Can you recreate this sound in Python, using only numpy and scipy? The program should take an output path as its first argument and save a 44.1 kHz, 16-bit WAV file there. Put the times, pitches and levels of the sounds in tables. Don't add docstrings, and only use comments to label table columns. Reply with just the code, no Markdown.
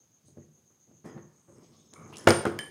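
import sys
import numpy as np
from scipy import signal
from scipy.io import wavfile

SR = 44100
rng = np.random.default_rng(int(sys.argv[2]) if len(sys.argv) > 2 else 0)


def store_pcm(level_fs):
    pcm = np.round(np.clip(level_fs, -1, 1) * 32767).astype(np.int16)
    wavfile.write(sys.argv[1], SR, np.atleast_2d(pcm).T)


def elevation(decibels):
    levels = np.asarray(decibels, float)
    return 10 ** (levels / 20)


N = 119070

# (frequency [Hz], level [dB], t60 [s])
BOARD_MODES = [(102, -19, 0.076), (144.8, -3, 0.12), (234, -2, 0.11), (274, -5.5, 0.085), (343, -0.5, 0.13),
               (402.7, -0.5, 0.085), (473, -2, 0.074), (541, -0.5, 0.021), (644, -6, 0.035),
               (763, -1.5, 0.031), (1055, 2.5, 0.023), (1232, -3.5, 0.039), (1570, -4.5, 0.011),
               (2140, -7, 0.015), (2650, -3, 0.012)]


def rms_one(x):
    return x / np.sqrt(np.mean(x ** 2) + 1e-20)


def at_hz(points, hz):
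    table_hz, values = np.transpose(points)
    return np.interp(np.log(hz), np.log(table_hz), values)


def drift(rate_hz):
    r = np.exp(-40 * np.pi * rate_hz / SR)
    slow = signal.lfilter([1], [1, -2 * r, r * r], rng.standard_normal(N // 20 + 2002))[2000:]
    return np.interp(np.arange(N) / 20, np.arange(len(slow)), rms_one(slow - slow.mean()))


def ring(clicks, hz, t60):
    r = elevation(-60 / (t60 * SR))
    w = 2 * np.pi * hz / SR
    return signal.lfilter([0, np.sin(w)], [1, -2 * r * np.cos(w), r * r], clicks + 1e-18)


def band_noise(noise, low_hz, high_hz, order=2):
    return signal.sosfilt(signal.butter(order, [low_hz, high_hz], "band", fs=SR, output="sos"), noise)


def low_pass(x, hz, order=2):
    return signal.sosfilt(signal.butter(order, hz, fs=SR, output="sos"), x)


def bands():
    edges = 25 * 2 ** np.arange(0, 9.6, .5)
    white = rng.standard_normal((2, N))
    for k, (low, high) in enumerate(zip(edges, edges[1:])):
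        yield np.sqrt(low * high), band_noise(white[k % 2], low, high)


def clicks_at(s, gain):
    out = np.zeros(N)
    np.add.at(out, (np.asarray(s) * SR).astype(int), gain)
    return out


def insects():
    throb_per_s, throb_peak_s, throb_db = 7.33, .015, 3.5
    pulses_per_s, pulse_db = 450, 3
    t = np.arange(N) / SR
    throb = np.tanh(1.6 * np.cos(2 * np.pi * throb_per_s * (t - throb_peak_s)))
    pulses = np.cos(2 * np.pi * pulses_per_s * t + 0.85 * drift(5.7))
    level_db = throb_db * throb + pulse_db * pulses + 1.87 * drift(1.54)
    noise = rng.standard_normal(N) * elevation(level_db)
    return elevation(-68) * rms_one(band_noise(noise, 6157, 6756, order=4))


def air():
    # (frequency [Hz], density [dB per Hz])
    spectrum = [(35, -33), (70, 7), (160, 5), (730, -11), (2000, -17.5), (5000, -16.5), (10000, -21),
                (16000, -22)]
    tone = sum(elevation(at_hz(spectrum, hz) + drift(9.3)) * noise for hz, noise in bands())
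    return elevation(-70.5) * rms_one(tone)


def drag():
    # (start [s], length [s], level [dB], brightness [dB per octave])
    strokes = [(0, 0.1, -71, -5), (0.236, 0.21, -61, -15), (0.358, 0.097, -50.5, -11.5),
               (0.548, 0.12, -68.5, -7.5), (0.699, 0.064, -72.5, -1), (0.872, 0.085, -55, -10),
               (1.04, 0.11, -42.5, -5), (1.119, 0.063, -42.5, -9.5), (1.193, 0.36, -80, 0.5),
               (1.474, 0.16, -54.5, -7), (1.57, 0.13, -54, -7), (1.69, 0.75, -60, -8.5),
               (1.928, 0.29, -55.5, -2.5), (1.965, 0.16, -50.5, -17), (2.121, 0.53, -52.5, -2.5),
               (2.483, 0.087, -37.5, -4.5)]
    rise_s, fall_s = 0.005, 0.075
    slips_per_s, spread_db = 390, 0
    t, out = np.arange(N) / SR, 0
    shapes = []
    for s, length, _, _ in strokes:
        fall = np.exp(-np.maximum(t - s - length + fall_s, 0) / fall_s)
        shapes.append(np.clip((t - s) / rise_s, 0, 1) * fall)
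    judder = elevation(1.4 * drift(45))
    for hz, level_db, t60 in BOARD_MODES[:-1]:
        sizes = elevation(spread_db * np.minimum(rng.exponential(1, N), 4)) * rng.choice([-1, 1], N)
        slips = rms_one(sizes * (rng.random(N) < slips_per_s / SR))
        power = 0
        for (_, _, db, slope_db), shape in zip(strokes, shapes):
            power = power + (elevation(db + slope_db * np.log2(hz / 200)) * shape) ** 2
        rumble = ring(slips * np.sqrt(power) * judder, hz, 0.33 * t60)
        out = out + rumble * elevation(level_db) / np.sqrt(t60 * SR / 46)
    return elevation(-4) * out


def rubs():
    # (start [s], length [s], level [dB], centre [Hz], width [Hz])
    strokes = [(0.252, 0.074, -78, 4500, 1300), (0.251, 0.088, -73, 8700, 1600),
               (1.043, .076, -70.5, 7400, 5100), (1.052, 0.11, -73, 5030, 310),
               (1.046, 0.11, -63, 1850, 260), (1.132, .22, -73.5, 1804, 180), (1.053, .12, -76, 3170, 280),
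               (1.315, 0.53, -79.5, 8360, 1300), (1.7, 0.36, -77, 3650, 500),
               (1.49, 0.86, -78.5, 5340, 570), (1.6, 0.32, -74.5, 4600, 3400), (2.3, .065, -51, 530, 390),
               (1.935, 0.18, -66.5, 2200, 240), (1.939, 0.18, -60.5, 1210, 260),
               (1.481, 0.039, -63, 540, 52), (1.721, 0.076, -74, 1165, 130), (1.55, 0.28, -82.5, 2170, 520),
               (1.936, 0.206, -74.5, 8500, 4800), (0.393, 0.066, -79, 1830, 520),
               (2.075, 0.29, -66, 6100, 4000), (2.6, 0.19, -67, 9800, 4300),
               (2.125, 0.08, -57.5, 2760, 610), (2.171, 0.18, -62, 1710, 440)]
    rise_share, fall_share, flicker_db = 0.13, .5, 3
    t, out = np.arange(N) / SR, 0
    for s, length, db, hz, width_hz in strokes:
        noise = band_noise(rng.standard_normal(N), max(hz - width_hz / 2, 50), hz + width_hz / 2)
        rise = (t - s) / (rise_share * length)
        fall = (s + length - t) / (fall_share * length)
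        shape = np.clip(np.minimum(rise, fall), 0, 1)
        out = out + elevation(db + flicker_db * drift(44)) * shape * rms_one(noise)
    return out


def knocks():
    # (time [s], peak level [dB], contact cut-off [Hz])
    contacts = [(0.283, -44.5, 402), (0.372, -29, 324), (.372, -53, 1300), (0.384, -32.5, 280),
                (0.913, -43, 403), (1.049, -55, 800), (1.079, -46, 700), (1.165, -28.5, 460),
                (1.177, -41.5, 1450), (1.988, -39, 420), (1.492, -50.5, 800), (2.2544, -33, 500),
                (2.271, -14, 3000), (2.2721, -2.5, 2080), (2.2727, -1, 2090), (2.275, -11, 1000),
                (2.2835, -4.5, 780), (2.2917, -8, 700), (2.305, -9, 2020), (2.453, -13.5, 1404),
                (2.457, -21, 1900), (2.467, -15, 600)]
    # (frequency [Hz], density [dB per Hz])
    rustle_spectrum = [(60, -36), (130, -7.5), (460, 2), (750, -6.5), (1250, -3.5), (3000, -17),
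                       (8000, -20.5), (16000, -31)]
    # (frequency [Hz], t60 [s])
    rustle_t60 = [(100, 0.073), (1500, 0.066), (12000, 0.35)]
    soft_hz, rattle_from_hz, hard_bass_share = 600, 660, 0.23
    rustle_db, rustle_rise_s, grain_spread_db = -11.5, 0.00072, 3.5
    soft_slope, crack_db = 1.52, -51
    out = np.zeros(N)
    luck = rng.standard_normal((len(contacts), len(BOARD_MODES)))
    s, db, cut_hz = np.transpose(contacts)
    soft = cut_hz < soft_hz
    for k, (hz, level_db, t60) in enumerate(BOARD_MODES):
        bass = 1 / (1 + (hard_bass_share * cut_hz / hz) ** 2)
        reach = bass / (1 + (hz / cut_hz) ** 2) ** 1.17
        force = elevation(db + level_db - 12.0 + 3.75 * luck[:, k]) * reach
        padded = low_pass(clicks_at(s, force * soft) + 1e-18, soft_hz)
        out += ring(padded + clicks_at(s, force * ~soft), hz, t60)
    grain_db = grain_spread_db * drift(100)
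    rise = np.exp(-1 / (rustle_rise_s * SR))
    loose = np.minimum(cut_hz / rattle_from_hz, 1) ** 2
    for hz, noise in bands():
        bass = 1 / (1 + (hard_bass_share * cut_hz / hz) ** 2)
        reach = bass / (1 + (hz / cut_hz / soft_slope) ** 2) ** 3
        reach = reach + elevation(crack_db) * (cut_hz > 1400)
        decay = elevation(-120 / (at_hz(rustle_t60, hz) * SR))
        power = signal.lfilter([1], [1, -decay], clicks_at(s, elevation(2 * db) * reach * loose) + 1e-18)
        power = signal.lfilter([1 - rise], [1, -rise], power)
        level_db = rustle_db + at_hz(rustle_spectrum, hz) + grain_db * (hz > 2000)
        out += 10 * elevation(level_db) * noise * np.sqrt(power)
    return out


def steel():
    # (time [s], peak level [dB], colour [Hz], link ring level [dB])
    ticks = [(1.584, -54.5, 8300, -39), (1.9366, -37.5, 6400, -19), (2.108, -52, 5500, -40),
             (2.128, -45.5, 2450, -17), (2.136, -43, 2800, -19), (2.142, -47, 5150, -35),
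             (2.243, -43, 9400, -18), (2.158, -43, 5200, -16), (2.1692, -31.5, 5940, -18),
             (2.171, -45, 9900, -33), (2.1829, -31.5, 6550, -13), (2.5894, -21, 2160, -46),
             (2.2747, -17, 8100, -24), (2.2725, -17.5, 4560, -29), (2.2822, -21.5, 7100, -41),
             (2.287, -20, 7100, -22), (2.2862, -24, 12500, -36), (2.309, -27, 9500, -27),
             (2.3054, -12, 5000, -25.5), (2.4295, -43, 9500, -36), (2.454, -28.5, 8670, -43),
             (2.473, -40, 6900, -30), (2.5895, -28.5, 6850, -47)]
    # (frequency [Hz], level [dB], t60 [s])
    link_modes = [(9950, 0, .05), (5260, -8, .025), (3100, -8, .04)]
    # (frequency [Hz], level [dB], t60 [s])
    handle_modes = [(1725, -5, .1), (1800, -10, .06), (3085, -10, .16), (2960, -14, .12), (3200, -16, .06),
                    (5000, -14, .03), (3600, -16, .02)]
    tick_t60_s, broad_db = 0.0068, -8
    handle_s, handle_db, rattle_db, rattle_t60_s = 2.5895, -30, -35, 0.25
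    out, t = np.zeros(N + SR), np.arange(800) / SR
    bursts = rng.standard_normal((len(ticks), 800)) * elevation(-60 * t / tick_t60_s)
    bursts = low_pass(np.diff(bursts, prepend=0), 13900)
    for (s, db, hz, _), burst in zip(ticks, bursts):
        tick = rms_one(ring(burst, hz, 9.0 / hz)) + elevation(broad_db) * rms_one(burst)
        start = int(s * SR)
        out[start:start + 800] += elevation(db) * tick / np.abs(tick).max()
    out = out[:N]
    s, db, _, link_db = np.transpose(ticks)
    link_clicks = clicks_at(s, elevation(db + link_db))
    since = np.arange(N) / SR - handle_s
    rattle = elevation(rattle_db - 60 * np.abs(since) / rattle_t60_s) * (since > 0) * rng.standard_normal(N)
    handle_clicks = elevation(handle_db) * (clicks_at([handle_s], 0.9) + rattle)
    for modes, clicks in ((link_modes, link_clicks), (handle_modes, handle_clicks)):
        rings = sum(elevation(level_db) * ring(clicks, hz, t60) for hz, level_db, t60 in modes)
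        out = out + elevation(3.0 * drift(54)) * rings
    return out


def squeak():
    # (time [s], frequency [Hz], level [dB])
    glide = [
        (1.65, 7850, -84),
        (1.69, 7950, -76),
        (1.728, 8850, -78),
        (1.752, 8950, -104),
        (1.775, 8850, -79),
        (1.825, 8200, -78),
        (1.88, 7900, -84),
    ]
    s, hz, db = np.transpose(glide)
    t = np.arange(N) / SR
    phase = 2 * np.pi * np.cumsum(np.interp(t, s, hz) + 25 * drift(80)) / SR
    level_db = np.interp(t, s, db, left=-140, right=-140) + 6.0 * drift(62)
    return elevation(level_db) * np.sqrt(2) * np.sin(phase)


def screw():
    # (time [s], lower mode level [dB], upper mode level [dB], damped at [s], damping time [s])
    rings = [
        (1.937, -75, -63, 2.0, .04),
        (2.17, -70, -57, 2.178, .004),
        (2.2905, -28, -38, 2.305, .002),
        (2.3075, -34, -44, 2.345, .001),
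        (2.346, -34, -40, 2.405, .022),
        (2.473, -57, -58, 2.54, .03),
        (2.5905, -49, -45, 2.65, .08),
    ]
    # (lower [Hz], upper [Hz])
    pair_hz = (8931, 8973)
    rise_s, t60_s = 0.0006, .6
    t, out = np.arange(N) / SR, 0
    for s, low_db, high_db, stop, damp_s in rings:
        rise = np.clip((t - s) / rise_s, 0, 1)
        damping = np.exp(-np.maximum(t - stop, 0) / damp_s)
        decay = elevation(-60 * np.maximum(t - s, 0) / t60_s)
        levels = zip(pair_hz, (low_db, high_db))
        tones = sum(elevation(db) * np.sin(2 * np.pi * hz * (t - s)) for hz, db in levels)
        out = out + rise * damping * decay * tones
    return out


def chain():
    # (start [s], swell [s], peak level [dB], fall [s])
    jostles = [
        (2.11, .075, -56.5, 0.05),
        (2.275, 0.015, -41.5, 0.015),
        (2.454, .01, -62, 0.016),
        (2.59, .01, -58, 0.02),
    ]
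    # (frequency [Hz], level [dB], t60 [s])
    link_modes = [(3190, -2, 0.013), (4350, -10, 0.0027), (5270, -1, 0.018), (6700, -9, .007),
                  (7900, -1, 0.0045), (9800, -4.5, .015), (12500, -14, .004)]
    hits_per_s, spread_db = 900, 2.5
    t, force = np.arange(N) / SR, 0
    for s, swell, db, fall in jostles:
        rise = np.clip((t - s) / swell, 0, 1) ** 2
        force = force + elevation(db) * rise * np.exp(-np.maximum(t - s - swell, 0) / fall)
    sizes = elevation(spread_db * np.minimum(rng.exponential(1, N), 3))
    hits = (rng.random(N) < hits_per_s / SR) * sizes * force
    return sum(elevation(db) * ring(hits * rng.standard_normal(N), hz, t60) for hz, db, t60 in link_modes)


def workshop(x):
    t60_s, first_wall_s, build_s = 0.45, .006, 0.0046
    t = np.arange(SR) / SR
    tail = rng.standard_normal(SR) * elevation(-60 * t / t60_s) * np.clip((t - first_wall_s) / build_s, 0, 1)
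    tail = low_pass(tail, 7900, order=1)
    return signal.fftconvolve(x, tail / np.sqrt(np.sum(tail ** 2)))[:N]


def scene():
    background = insects() + air()
    bench = drag() + rubs() + knocks() + steel() + squeak() + chain()
    return (background + bench + elevation(-11.5) * workshop(bench) + screw())[None]


def top_cut(x):
    return signal.sosfilt(signal.butter(12, 16990, fs=SR, output="sos"), x)


def record(dry):
    low_hz, top_hz, overload = 87.5, 16700, .97
    x = signal.sosfilt(signal.butter(4, low_hz, "high", fs=SR, output="sos"), dry)
    x = np.clip(x, -overload, overload)
    mix = signal.sosfilt(signal.cheby2(12, 60, top_hz, fs=SR, output="sos"), x)
    return top_cut(mix)


dry = scene()
out = record(dry)
store_pcm(out)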